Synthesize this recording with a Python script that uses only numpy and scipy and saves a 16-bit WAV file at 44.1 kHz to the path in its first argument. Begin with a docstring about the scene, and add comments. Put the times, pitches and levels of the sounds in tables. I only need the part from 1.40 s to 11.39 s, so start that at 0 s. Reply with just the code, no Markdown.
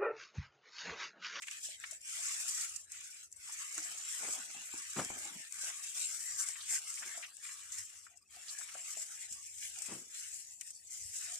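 """Pepper leaves crackle and rub as hands part and prune the plants in a plastic greenhouse.
The rustle is many tiny slips of leaf on leaf over smooth noise. Stems snap, flicked leaves slap,
plants sway with a low push, and a few leaves bump the nearby phone. Faint hollow knocks echo in the
distance, a few thin tones come and go, and air rumbles softly below. The phone's two spaced
microphones are strongest in the treble, and its noise suppressor turns the quiet parts down."""
import sys
import numpy as np
from scipy import signal
from scipy.fft import rfft, irfft, next_fast_len
from scipy.io import wavfile
from scipy.ndimage import uniform_filter1d, map_coordinates

SR = 44100
rng = np.random.default_rng(int(sys.argv[2]) if len(sys.argv) > 2 else 0)


def master_out(mix):
    """Clip the mix to full scale and print it as 16-bit PCM to the path in sys.argv[1]."""
    frames = np.transpose(np.atleast_2d(mix))
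    ceiling = np.clip(frames, -1, 1)
    pcm = np.round(ceiling * 32767).astype(np.int16)
    wavfile.write(sys.argv[1], SR, pcm)


N = 440559

# Tone colours, or how strong each frequency is in a sound: (frequency [Hz], relative level [dB])
RUMBLE_COLOUR = [(25, -38), (45, -22), (65, -9.5), (90, -6.5), (125, -18), (170, -34.5), (300, -72)]
HISS_COLOUR = [(30, -36), (100, 1.5), (600, -8.5), (1000, -10), (2000, -6.5), (4000, -22), (7000, -19),
               (11000, -41), (14200, -27), (14600, -75.5)]
SWAY_COLOUR = [(53, -19), (90, -31), (192, -4), (503, -12), (672, 0.5), (831, 1.5), (1300, -14.5),
               (1690, -46), (2860, -120)]
SNAP_COLOUR = [(700, -36.5), (1500, -21), (2500, -20), (4000, -18), (5500, -6.5), (7500, 6), (9500, -8.5),
               (11500, -17.5), (14200, -20), (14800, -40), (16200, -49)]
RUB_COLOUR = [(500, -36.5), (850, -20.5), (1100, 1.5), (1600, -0.5), (2200, -3), (3200, -1.5), (4500, -1.5),
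              (6000, -18), (9000, -87.5)]
CRACKLE_COLOUR = [(1760, -36.5), (3000, -23.5), (3850, -23), (5250, -7.5), (6300, -5), (7500, 1),
                  (8600, -6), (11400, -19), (14200, -23), (14600, -85.5)]
# Puffs of air: (start [s], hold [s], level [dB])
AIR_PUFFS = [(.8, .04, -82), (1.31, 0.051, -78), (1.96, 0.034, -73), (2.7, 0.039, -76), (2.86, 0.031, -73),
             (3.53, 0.28, -71), (4.93, 0.032, -73), (6.27, 0.034, -74), (6.38, 0.027, -74),
             (7.92, .05, -73.5), (8.05, 0.29, -82.5), (8.86, 0.057, -76), (9.64, 0.028, -62),
             (9.83, 0.036, -70)]
# Faint, thin tones: (start [s], length [s], first pitch [Hz], last pitch [Hz], level [dB])
THIN_TONE_GLIDES = [(6.69, 0.1, 740, 756, -78), (6.799, 0.059, 1180, 1240, -77),
                    (6.81, 0.086, 2350, 2700, -75), (7.939, 0.1, 1150, 1150, -70.5),
                    (9.308, 0.12, 4750, 4450, -66), (9.86, 0.14, 700, 692, -67.5)]
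# Stems swaying near the phone: (start [s], hold [s], level [dB], centre [Hz])
STEM_SWAYS = [(.75, 0.45, -75, 774), (2.36, 0.22, -69, 510), (2.79, 0.18, -62.5, 574),
              (2.95, 0.305, -68.5, 420), (3.66, 0.14, -63, 300), (3.86, 0.047, -57, 302),
              (4.2, 0.12, -69, 650), (4.4, 0.82, -79, 770), (5.3, 0.078, -69, 704), (5.6, 0.18, -70, 700),
              (6.95, 1, -80, 736), (8.3, 0.21, -76.5, 775)]
# Distant hollow knocks: (time [s], level [dB], pitch [Hz], time to fade 60 dB [s])
HOLLOW_KNOCKS = [(0.287, -49, 660, 0.025), (0.523, -49.5, 617, 0.033), (2.089, -48.5, 900, 0.02),
                 (2.375, -47.5, 302, 0.061), (3.164, -50, 233, 0.027), (3.338, -37, 890, 0.011),
                 (3.339, -40, 288, 0.023), (3.7028, -27.5, 756, 0.0053), (3.705, -34, 242, 0.0098),
                 (4.235, -45, 600, 0.036), (5.655, -55.5, 373, 0.086), (5.775, -42, 670, 0.027),
                 (6.967, -48, 715, 0.037), (7.185, -57, 730, 0.06), (7.352, -38.5, 744, 0.025),
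                 (7.569, -42.5, 708, 0.035), (7.913, -55.5, 210, 0.036), (8.371, -52.5, 775, 0.035)]
# A leaf hits the phone:
# (time [s], level [dB], hold [s], boom centre [Hz], boom's time to fade 60 dB [s], scrape over boom [dB])
PHONE_BUMPS = [(2.794, -65.5, 0.091, 440, 0.56, 12.5), (3.556, -35.5, 0.043, 221, 0.15, 1),
               (8.473, -50.5, 0.057, 245, 0.33, 0)]
# Leaf flicks and short scrapes: (time [s], level [dB], centre [Hz], hold [s])
LEAF_SLAPS = [(0.02, -38, 2420, 0.019), (0.069, -38, 2350, 0.0067), (0.081, -33, 2300, 0.0028),
              (0.111, -40.5, 2830, 0.0052), (0.438, -33, 1950, 0.0019), (2.092, -48.5, 1240, 0.0049),
              (2.377, -38, 1400, 0.0034), (3.703, -45, 2170, 0.0036), (5.156, -42, 1940, .001),
              (5.204, -41, 3750, .012), (5.304, -41, 2080, 0.0064), (5.571, -40, 2250, 0.0088),
              (5.621, -37, 1720, 0.014), (5.824, -36, 2300, 0.027), (6.665, -46, 1510, 0.0027),
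              (7.082, -37.5, 4900, 0.018), (7.209, -45, 1470, 0.0078), (7.287, -42, 2170, 0.0057),
              (7.346, -43, 1720, 0.0045), (9.211, -44.5, 2340, 0.002)]
# Breaking stems: (time [s], level [dB], left over right [dB], time to fade 60 dB [s], swish level [dB])
STEM_SNAPS = [(0.0204, -36, -1, 0.023, 2), (0.0705, -38, 5, 0.018, 1), (0.085, -35.5, 0, .008, -20),
              (0.112, -32, -1, 0.011, -8), (0.229, -40, 1, 0.014, 2), (0.4, -37, 6, 0.013, -27),
              (0.511, -33, 10, 0.041, -25), (0.6156, -38, 2, 0.011, -18), (1.211, -30, -15, 0.0097, -31),
              (1.3616, -31.5, -15, 0.028, -29), (1.5192, -29.5, 4, 0.03, -19),
              (1.917, -43, 12, 0.0091, -29), (1.926, -34, 2, 0.028, -27), (1.963, -41.5, 9, .03, 1),
              (2.123, -35, 5, 0.014, 3), (2.343, -31.5, 1, 0.038, -2), (2.3797, -22, 3, 0.013, -10),
              (3.648, -24.5, 3, 0.0098, -34), (3.705, -43, 1.5, .012, -20), (4.1241, -28.5, 13, 0.012, -26),
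              (4.143, -34, 11, .008, -11), (4.1575, -36.5, 6, 0.006, -5), (5.087, -26, 14, 0.015, -13.5),
              (5.541, -31, -2.5, 0.016, -18), (5.9684, -40, 18.5, 0.014, -18),
              (6.319, -31.5, 3.5, 0.025, 10), (6.382, -31, -1, 0.02, 8), (6.7728, -44.5, 10, 0.026, -22),
              (7.573, -30.5, 11, 0.0098, -17), (7.806, -44, -8, .03, -4), (7.925, -32, -1, 0.015, -4),
              (8.182, -38.5, 10, 0.019, 2), (8.3862, -29, -2, 0.039, -25), (8.42, -30, 11, 0.061, -23),
              (8.4592, -35, 13, 0.011, 4), (9.211, -28.5, 8, 0.028, -32), (9.305, -33.5, 5, 0.031, -19),
              (9.948, -36, -4, 0.0086, -14), (9.957, -29.5, -3, 0.012, -23)]
# Where the hands are: (time [s], left delay [samples], crackle's left over right [dB])
HAND_PLACES = [(0, 11, 3), (1.5, 3.5, 3), (3, 13.5, 3), (4, 6, 3), (4.7, 2, 6), (5.7, 2, 3.5), (6.2, 0, 5),
               (8, -3, 4), (9.2, -4.5, 6), (10, -2, 3.5)]
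# The steady stir of the leaves: (time [s], crackle level [dB], rub over crackle [dB])
LEAF_STIR = [(0, -58.5, -13), (.03, -55.5, -11), (.59, -55.5, -9), (.71, -42.5, -10), (1.46, -55, -13),
             (1.56, -47.5, -9), (1.82, -51, -10.5), (1.9, -61, -12.5), (2.1, -46, -9), (3.5, -46.5, -7.5),
             (4.0, -48, -6.5), (4.11, -49.5, -10), (4.2, -46.5, -6.5), (4.7, -45, -15), (5.2, -45.5, -9.5),
             (5.8, -48, -8.5), (5.94, -52.5, -13), (6.15, -52, -7), (6.6, -52.5, -13), (6.75, -60, -10.5),
             (6.87, -65, -15.5), (6.92, -53.5, -7.5), (7.3, -49, -8), (8.0, -52, -13.5), (8.4, -46.5, -11),
             (8.68, -52.5, -14.5), (8.95, -46.5, -14), (9.15, -55.5, -17.5), (9.48, -52.5, -17.5),
             (9.6, -46, -19), (9.99, -49, -14)]
# A hand pushes through: (start [s], hold [s], crackle level [dB], rub over crackle [dB], rub centre [Hz])
HAND_SWEEPS = [(0.12, 0.038, -47, -4.5, 2380), (0.182, 0.0054, -50, -6.5, 2200),
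               (0.249, 0.012, -41.5, -12, 2820), (0.309, 0.035, -48.5, -6, 2680),
               (0.757, 0.27, -41, -10, 2550), (1.082, 0.17, -38, -13, 2480), (0.413, 0.13, -51.5, -5, 2400),
               (1.261, 0.11, -49.5, -9.5, 2760), (1.83, 0.019, -54, -13, 2200),
               (2.045, 0.013, -48.5, -18, 2300), (2.206, 0.043, -46.5, -7, 1870),
               (2.365, 0.13, -51.5, -5, 2010), (2.68, 0.27, -43, -10.5, 2220),
               (3.579, 0.07, -43.5, -10, 1500), (3.784, 0.11, -46.5, -12, 2230),
               (4.216, 0.078, -42.5, -10, 2100), (4.432, 0.057, -48, -8.5, 3070),
               (4.567, 0.08, -38.5, -12.5, 2710), (4.702, 0.044, -42, -9.5, 2070),
               (4.993, 0.03, -36, -16.5, 1360), (5.077, 0.029, -42.5, -13.5, 2160),
               (5.315, 0.057, -36, -13, 2240), (5.476, 0.14, -46, -30, 2080),
               (5.682, 0.079, -50, -4.5, 1680), (6.039, 0.082, -46.5, -9.5, 2120),
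               (6.333, 0.021, -46.5, -10.5, 2000), (6.385, 0.011, -45, -11, 1900),
               (7.1, 0.033, -47.5, -17, 2680), (7.19, 0.026, -47.5, -10.5, 1900),
               (7.465, 0.088, -44, -13, 2450), (7.6, 0.028, -45, -18, 2270),
               (7.714, 0.042, -48, -12.5, 2110), (7.822, 0.022, -48.5, -6.5, 2430),
               (8.038, 0.022, -48, -24, 2430), (7.909, 0.043, -47, -15.5, 2600),
               (8.232, 0.032, -40, -14, 2680), (8.456, 0.1, -48.5, -9.5, 2500),
               (4.794, 0.13, -46.5, -12.5, 1860), (9.118, 0.0081, -52, -16, 2530),
               (9.267, 0.0073, -51, -14, 2300), (8.752, 0.11, -48, -9, 2310),
               (9.542, 0.015, -42.5, -19.5, 2330), (9.755, 0.011, -41.5, -15.5, 2620),
               (9.815, 0.13, -43, -13, 2400)]
# The rub thins out below this edge: (time [s], frequency [Hz])
RUB_LOW_EDGE = [(0, 1100), (.36, 1800), (.45, 1010), (.6, 1600), (.72, 940), (1.3, 1010), (1.9, 1300),
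                (2.2, 895), (4.9, 1090), (5.5, 900), (7.4, 970), (7.75, 1450), (8.05, 1770), (8.3, 1700),
                (8.5, 900), (8.68, 1290), (8.85, 1630), (9.05, 1830), (9.45, 1850), (9.55, 1330),
                (9.68, 1950), (9.85, 1250)]
# How the two microphones differ: (frequency [Hz], left over right [dB])
MIC_BALANCE = [(60, 1.5), (500, 0.5), (1300, 5), (2400, 4), (4400, -4.5), (6500, -6), (8500, 4.5),
               (11500, 2), (14000, 0.5)]


def amp(db):
    return 10 ** (np.asarray(db) / 20)


def unit_rms(x):
    return x / np.sqrt(np.mean(x ** 2) + 1e-20)


def unit_peak(x):
    return x / np.abs(x).max()


def levelled(x):
    """Even out slow changes in loudness."""
    power = np.abs(uniform_filter1d(np.mean(x ** 2, 0), SR // 4))
    return unit_rms(x / np.sqrt(power + 1e-20))


def sides(db):
    """Left and right gains that put the left db above the right."""
    return amp(np.array([db / 2, -db / 2]))


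def add_at(track, start_s, sound):
    """Mix a sound into the track."""
    track[:, round(start_s * SR):][:, :sound.shape[-1]] += sound


def along(points, hz):
    """Read between (frequency, value) points on a log frequency scale."""
    freqs, values = np.transpose(points)
    return np.interp(np.log(hz + 1), np.log(freqs + 1), values)


def curves(rows):
    """One value per sample for each column after the time."""
    times, *columns = np.transpose(rows)
    return [np.interp(np.arange(N) / SR, times, column) for column in columns]


def wobble(rate, size=N):
    """A smooth curve through `rate` random points a second."""
    points = rng.standard_normal(int(N * rate / SR) + 4)
    return map_coordinates(points, [np.arange(size) * rate / SR])


def swells(rows, rise_db_per_s, fall_db_per_s, rest_db, rest_hz=1):
    """Gain and centre curves for (start, hold, level[, centre]) rows; louder rows pull the centre more."""
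    t, rows = np.arange(0, N / SR, 1 / 1000), np.asarray(rows)
    start, hold, db = rows.T[:3, :, None]
    before, after = np.maximum(start - t, 0), np.maximum(t - start - hold, 0)
    power = amp(2 * (db - rise_db_per_s * before - fall_db_per_s * after))
    rest = amp(2 * np.interp(t, np.arange(N) / SR, rest_db * np.ones(N)))
    total = power.sum(0) + rest
    centre = (rows[:, -1] @ power + rest_hz * rest) / total
    return curves(np.transpose([t, np.sqrt(total), centre]))


def coloured(x, colour, size=4096):
    """Give x a tone colour, using a filter that rings only after each hit."""
    db = np.maximum(along(colour, np.fft.rfftfreq(size, 1 / SR)), -90)
    cepstrum = irfft(np.log(amp(db)))
    cepstrum[1:size // 2] *= 2  # move the early ringing to after the hit
    cepstrum[size // 2 + 1:] = 0
    pulse = irfft(np.exp(rfft(cepstrum)))
    return signal.fftconvolve(x, pulse[None] / np.linalg.norm(pulse), axes=1)[:, :N]


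def resonance(x, hz, width):
    """Keep a broad band around hz; width is a share of that frequency."""
    return signal.lfilter(*signal.iirpeak(hz, 1 / width, SR), x)


def blur(grid, bands, frames):
    """Smooth a grid over frequency, then over time."""
    return uniform_filter1d(uniform_filter1d(grid, bands, 0), frames, 1)


def patchy(x, broad_db, fine_db, centre_hz=None, db_per_octave=0, edge_hz=None):
    """Each leaf has its own colour: random louder and softer patches, plus an optional peak and low edge."""
    hz, t, spectrum = signal.stft(x, SR, nperseg=512)
    hz, at = hz[:, None] + 40, np.minimum((t * SR).astype(int), N - 1)
    broad = blur(rng.standard_normal(spectrum.shape[1:]), 9, 6)
    fine = blur(rng.standard_normal(spectrum.shape[1:]), 2, 12)
    gain_db = broad_db * unit_rms(broad) + fine_db * unit_rms(fine)
    if centre_hz is not None:
        gain_db -= db_per_octave * np.abs(np.log2(hz / centre_hz[at]))
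    if edge_hz is not None:
        gain_db -= 42 * np.maximum(np.log2(edge_hz[at] / hz), 0)  # 42 dB an octave
    return signal.istft(spectrum * amp(gain_db), nperseg=512)[1][:, :N]


def nearly_mono(apart):
    """Noise that reaches both microphones almost alike."""
    shared, own = rng.standard_normal((2, N))
    return np.array([shared + apart * own, shared - apart * own])


def burst(t, rise_s, fade_s, hold_s=0):
    """A quick burst of noise, partly alike at both microphones; it drops 60 dB in fade_s."""
    shared, own = rng.standard_normal(len(t)), rng.standard_normal((2, len(t)))
    fade = amp(-60 * np.maximum(t - hold_s, 0) / fade_s)
    return (shared + 1.94 * own) * fade * (1 - np.exp(-t / rise_s))


def air():
    """Moving air rumbles in soft puffs under a faint, steady hiss."""
    rumble = coloured(nearly_mono(0.38), RUMBLE_COLOUR, size=16384)
    rumble = unit_rms(rumble * amp(1.9 * wobble(4.4) + 1.3 * wobble(16)))
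    hiss = unit_rms(coloured(nearly_mono(0.66), HISS_COLOUR))
    gain, _ = swells(AIR_PUFFS, rise_db_per_s=350, fall_db_per_s=250, rest_db=-85.5)
    return gain * rumble + amp(-83) * hiss


def thin_tones(blur_hz=150):
    """Faint, thin, fuzzy tones that glide slightly in pitch."""
    out = np.zeros((2, N + SR))
    for start, length, from_hz, to_hz, db in THIN_TONE_GLIDES:
        n = round(length * SR)
        phase = 2 * np.pi * np.cumsum(np.linspace(from_hz, to_hz, n)) / SR
        band = wobble(blur_hz, n) * np.sin(phase) + wobble(blur_hz, n) * np.cos(phase)
        add_at(out, start, band * np.sqrt(np.hanning(n)) * amp(db))
    return out[:, :N]


def swaying_stems():
    """Swaying plants make low, lumpy pushes of noise, each with its own colour."""
    gain, hz = swells(STEM_SWAYS, rise_db_per_s=308, fall_db_per_s=130, rest_db=-89, rest_hz=497)
    lumps = amp(3.6 * wobble(60) + 2.8 * wobble(37))
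    push = patchy(nearly_mono(0.57) * lumps, broad_db=1.0, fine_db=4.5, centre_hz=hz, db_per_octave=6.0)
    return gain * levelled(coloured(push, SWAY_COLOUR))


def knocks():
    """Distant hollow taps: a fast-fading tone with a fuzzy echo from the plastic walls."""
    out, t = np.zeros((2, N + SR)), np.arange(SR // 2) / SR
    for start, db, hz, fade_s in HOLLOW_KNOCKS:
        wander = 0.07 * np.cumsum(rng.standard_normal(len(t)))  # blurs the pitch
        shape = amp(-60 * t / fade_s) * (1 - np.exp(-t / (0.083 * fade_s)))
        tap = np.sin(2 * np.pi * hz * t + wander) * shape
        walls = rng.standard_normal((2, len(t))) * amp(-30 - 60 * t / 0.26)
        echo = signal.fftconvolve(walls, tap[None], axes=1)[:, :len(t)]
        add_at(out, start, amp(db) * (tap + echo))
    return out[:, :N]


def phone_bumps():
    """A leaf drags across the phone's body: a rough scrape and a dull boom that outlasts it."""
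    out, t = np.zeros((2, N + SR)), np.arange(SR // 2) / SR
    low_cut = signal.butter(2, 60, "high", fs=SR)
    rise = 1 - np.exp(-t / 0.039)
    for start, db, hold, hz, fade_s, scrape_db in PHONE_BUMPS:
        after = np.maximum(t - hold, 0)
        rough = nearly_mono(0.22)[:, :len(t)] * amp(2.4 * wobble(97, len(t)))
        boom = signal.lfilter(*low_cut, resonance(resonance(rough, hz, 1.5), hz, 1.5))
        boom = unit_rms(boom) * amp(-60 * after / fade_s)
        scrape = resonance(resonance(rough, 540, 3.0), 740, 2.6)
        scrape = unit_rms(scrape) * amp(scrape_db - 60 * after / 0.12)
        add_at(out, start, amp(db) * rise * (boom + scrape))
    return out[:, :N]


def leaf_slaps(width=0.56):
    """Flicked leaves give short, soft slaps, each at its own pitch."""
    out, t = np.zeros((2, N + SR)), np.arange(SR // 5) / SR
    for start, db, hz, hold in LEAF_SLAPS:
        flick = burst(t, rise_s=0.00064, fade_s=0.049, hold_s=hold)
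        slap = resonance(resonance(flick, hz, width), hz, width)
        add_at(out, start, amp(db) * unit_peak(slap))
    return out[:, :N]


def stem_snaps():
    """One fibre cracks sharply, the rest follow, and the freed leaves swish."""
    out, t = np.zeros((2, N + SR)), np.arange(SR // 5) / SR
    first_crack = amp(18.5) * (t == 0)
    for start, db, left_db, fade_s, swish_db in STEM_SNAPS:
        fibres = burst(t, rise_s=0.00024, fade_s=fade_s)
        swish = amp(swish_db) * burst(t, rise_s=0.0028, fade_s=0.073)
        snap = coloured(first_crack + fibres + swish, SNAP_COLOUR, size=512)[:, :len(t)]
        add_at(out, start, amp(db) * sides(left_db)[:, None] * unit_peak(snap))
    return out[:, :N]


def leaf_slips(count, spread_db, clump_db, scatter_samples, noise_share):
    """Tiny clicks of leaf slipping on leaf, each from its own direction, over smooth noise."""
    when, strength, direction = rng.random((count, 3)).T
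    at = (when * (N - 200)).astype(int) + 100
    size = rng.standard_normal(count) * amp(-spread_db * np.log(strength + .02))
    delay = np.round(curves(HAND_PLACES)[0][at] + scatter_samples * (direction - .5)).astype(int)
    left = np.bincount(np.clip(at + delay, 0, N - 1), size, N)
    right = np.bincount(at, size, N)
    clicks = unit_rms(np.array([left, right]))
    mix = np.sqrt(1 - noise_share) * clicks + np.sqrt(noise_share) * rng.standard_normal((2, N))
    clumps = 0.86 * wobble(11) + 0.64 * wobble(34) + 1.38 * wobble(90) + 0.91 * wobble(240)
    return unit_rms(mix * amp(clump_db * clumps))


def rustling_leaves():
    """Hands stir up a dry, high crackle and a softer rub whose colour moves with the dragged leaf."""
    stir_db, stir_rub_db = curves(LEAF_STIR)
    slopes = dict(rise_db_per_s=340, fall_db_per_s=272)
    crackle_gain, _ = swells(HAND_SWEEPS, **slopes, rest_db=stir_db)
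    crackle = leaf_slips(50000, spread_db=2.76, clump_db=0.87, scatter_samples=5, noise_share=0.7)
    crackle = patchy(crackle, broad_db=1.2, fine_db=2.5)
    crackle = unit_rms(coloured(crackle, CRACKLE_COLOUR)) * sides(curves(HAND_PLACES)[1])

    rub_sweeps = [(start, hold, db + rub_db, hz) for start, hold, db, rub_db, hz in HAND_SWEEPS]
    rub_gain, rub_hz = swells(rub_sweeps, **slopes, rest_db=stir_db + stir_rub_db, rest_hz=2380)
    edge_hz = curves(RUB_LOW_EDGE)[0]
    rub = leaf_slips(12000, spread_db=1.5, clump_db=0.37, scatter_samples=3.7, noise_share=0.73)
    rub = patchy(rub, broad_db=1.06, fine_db=4.0, centre_hz=rub_hz, db_per_octave=11.0, edge_hz=edge_hz)
    rub = levelled(coloured(rub, RUB_COLOUR))
    return crackle_gain * crackle + rub_gain * rub


def scene():
    pruning = rustling_leaves() + stem_snaps() + leaf_slaps()
    return pruning + knocks() + swaying_stems() + phone_bumps() + air() + thin_tones()


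def noise_suppressor(x, margin_db, depth_db):
    """The phone turns a frequency down further as it sinks to its usual level or below."""
    spectrum = signal.stft(x, nperseg=512)[2]
    power = np.abs(blur(np.mean(np.abs(spectrum) ** 2, 0), 2, 5)) + 1e-16
    usual = np.exp(uniform_filter1d(np.log(power), size=250, axis=1))
    floor = usual * amp(2 * margin_db)
    gain = np.sqrt(np.clip(1 - floor / power, amp(-2 * depth_db), 1))
    return signal.istft(spectrum * uniform_filter1d(gain, size=3, axis=1), nperseg=512)[1][:, :N]


def record(dry, top_hz=16200):
    """The two microphones differ in colour; the phone then suppresses noise and cuts the top treble."""
    size = next_fast_len(N + SR // 2)
    hz = np.fft.rfftfreq(size, 1 / SR)
    mics = irfft(rfft(dry, size) * sides(along(MIC_BALANCE, hz)), size)[:, :N]
    cleaned = noise_suppressor(mics, margin_db=-9.0, depth_db=10.5)
    return irfft(rfft(cleaned, size) * (hz < top_hz), size)[:, :N]


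dry = scene()
out = record(dry)
master_out(out)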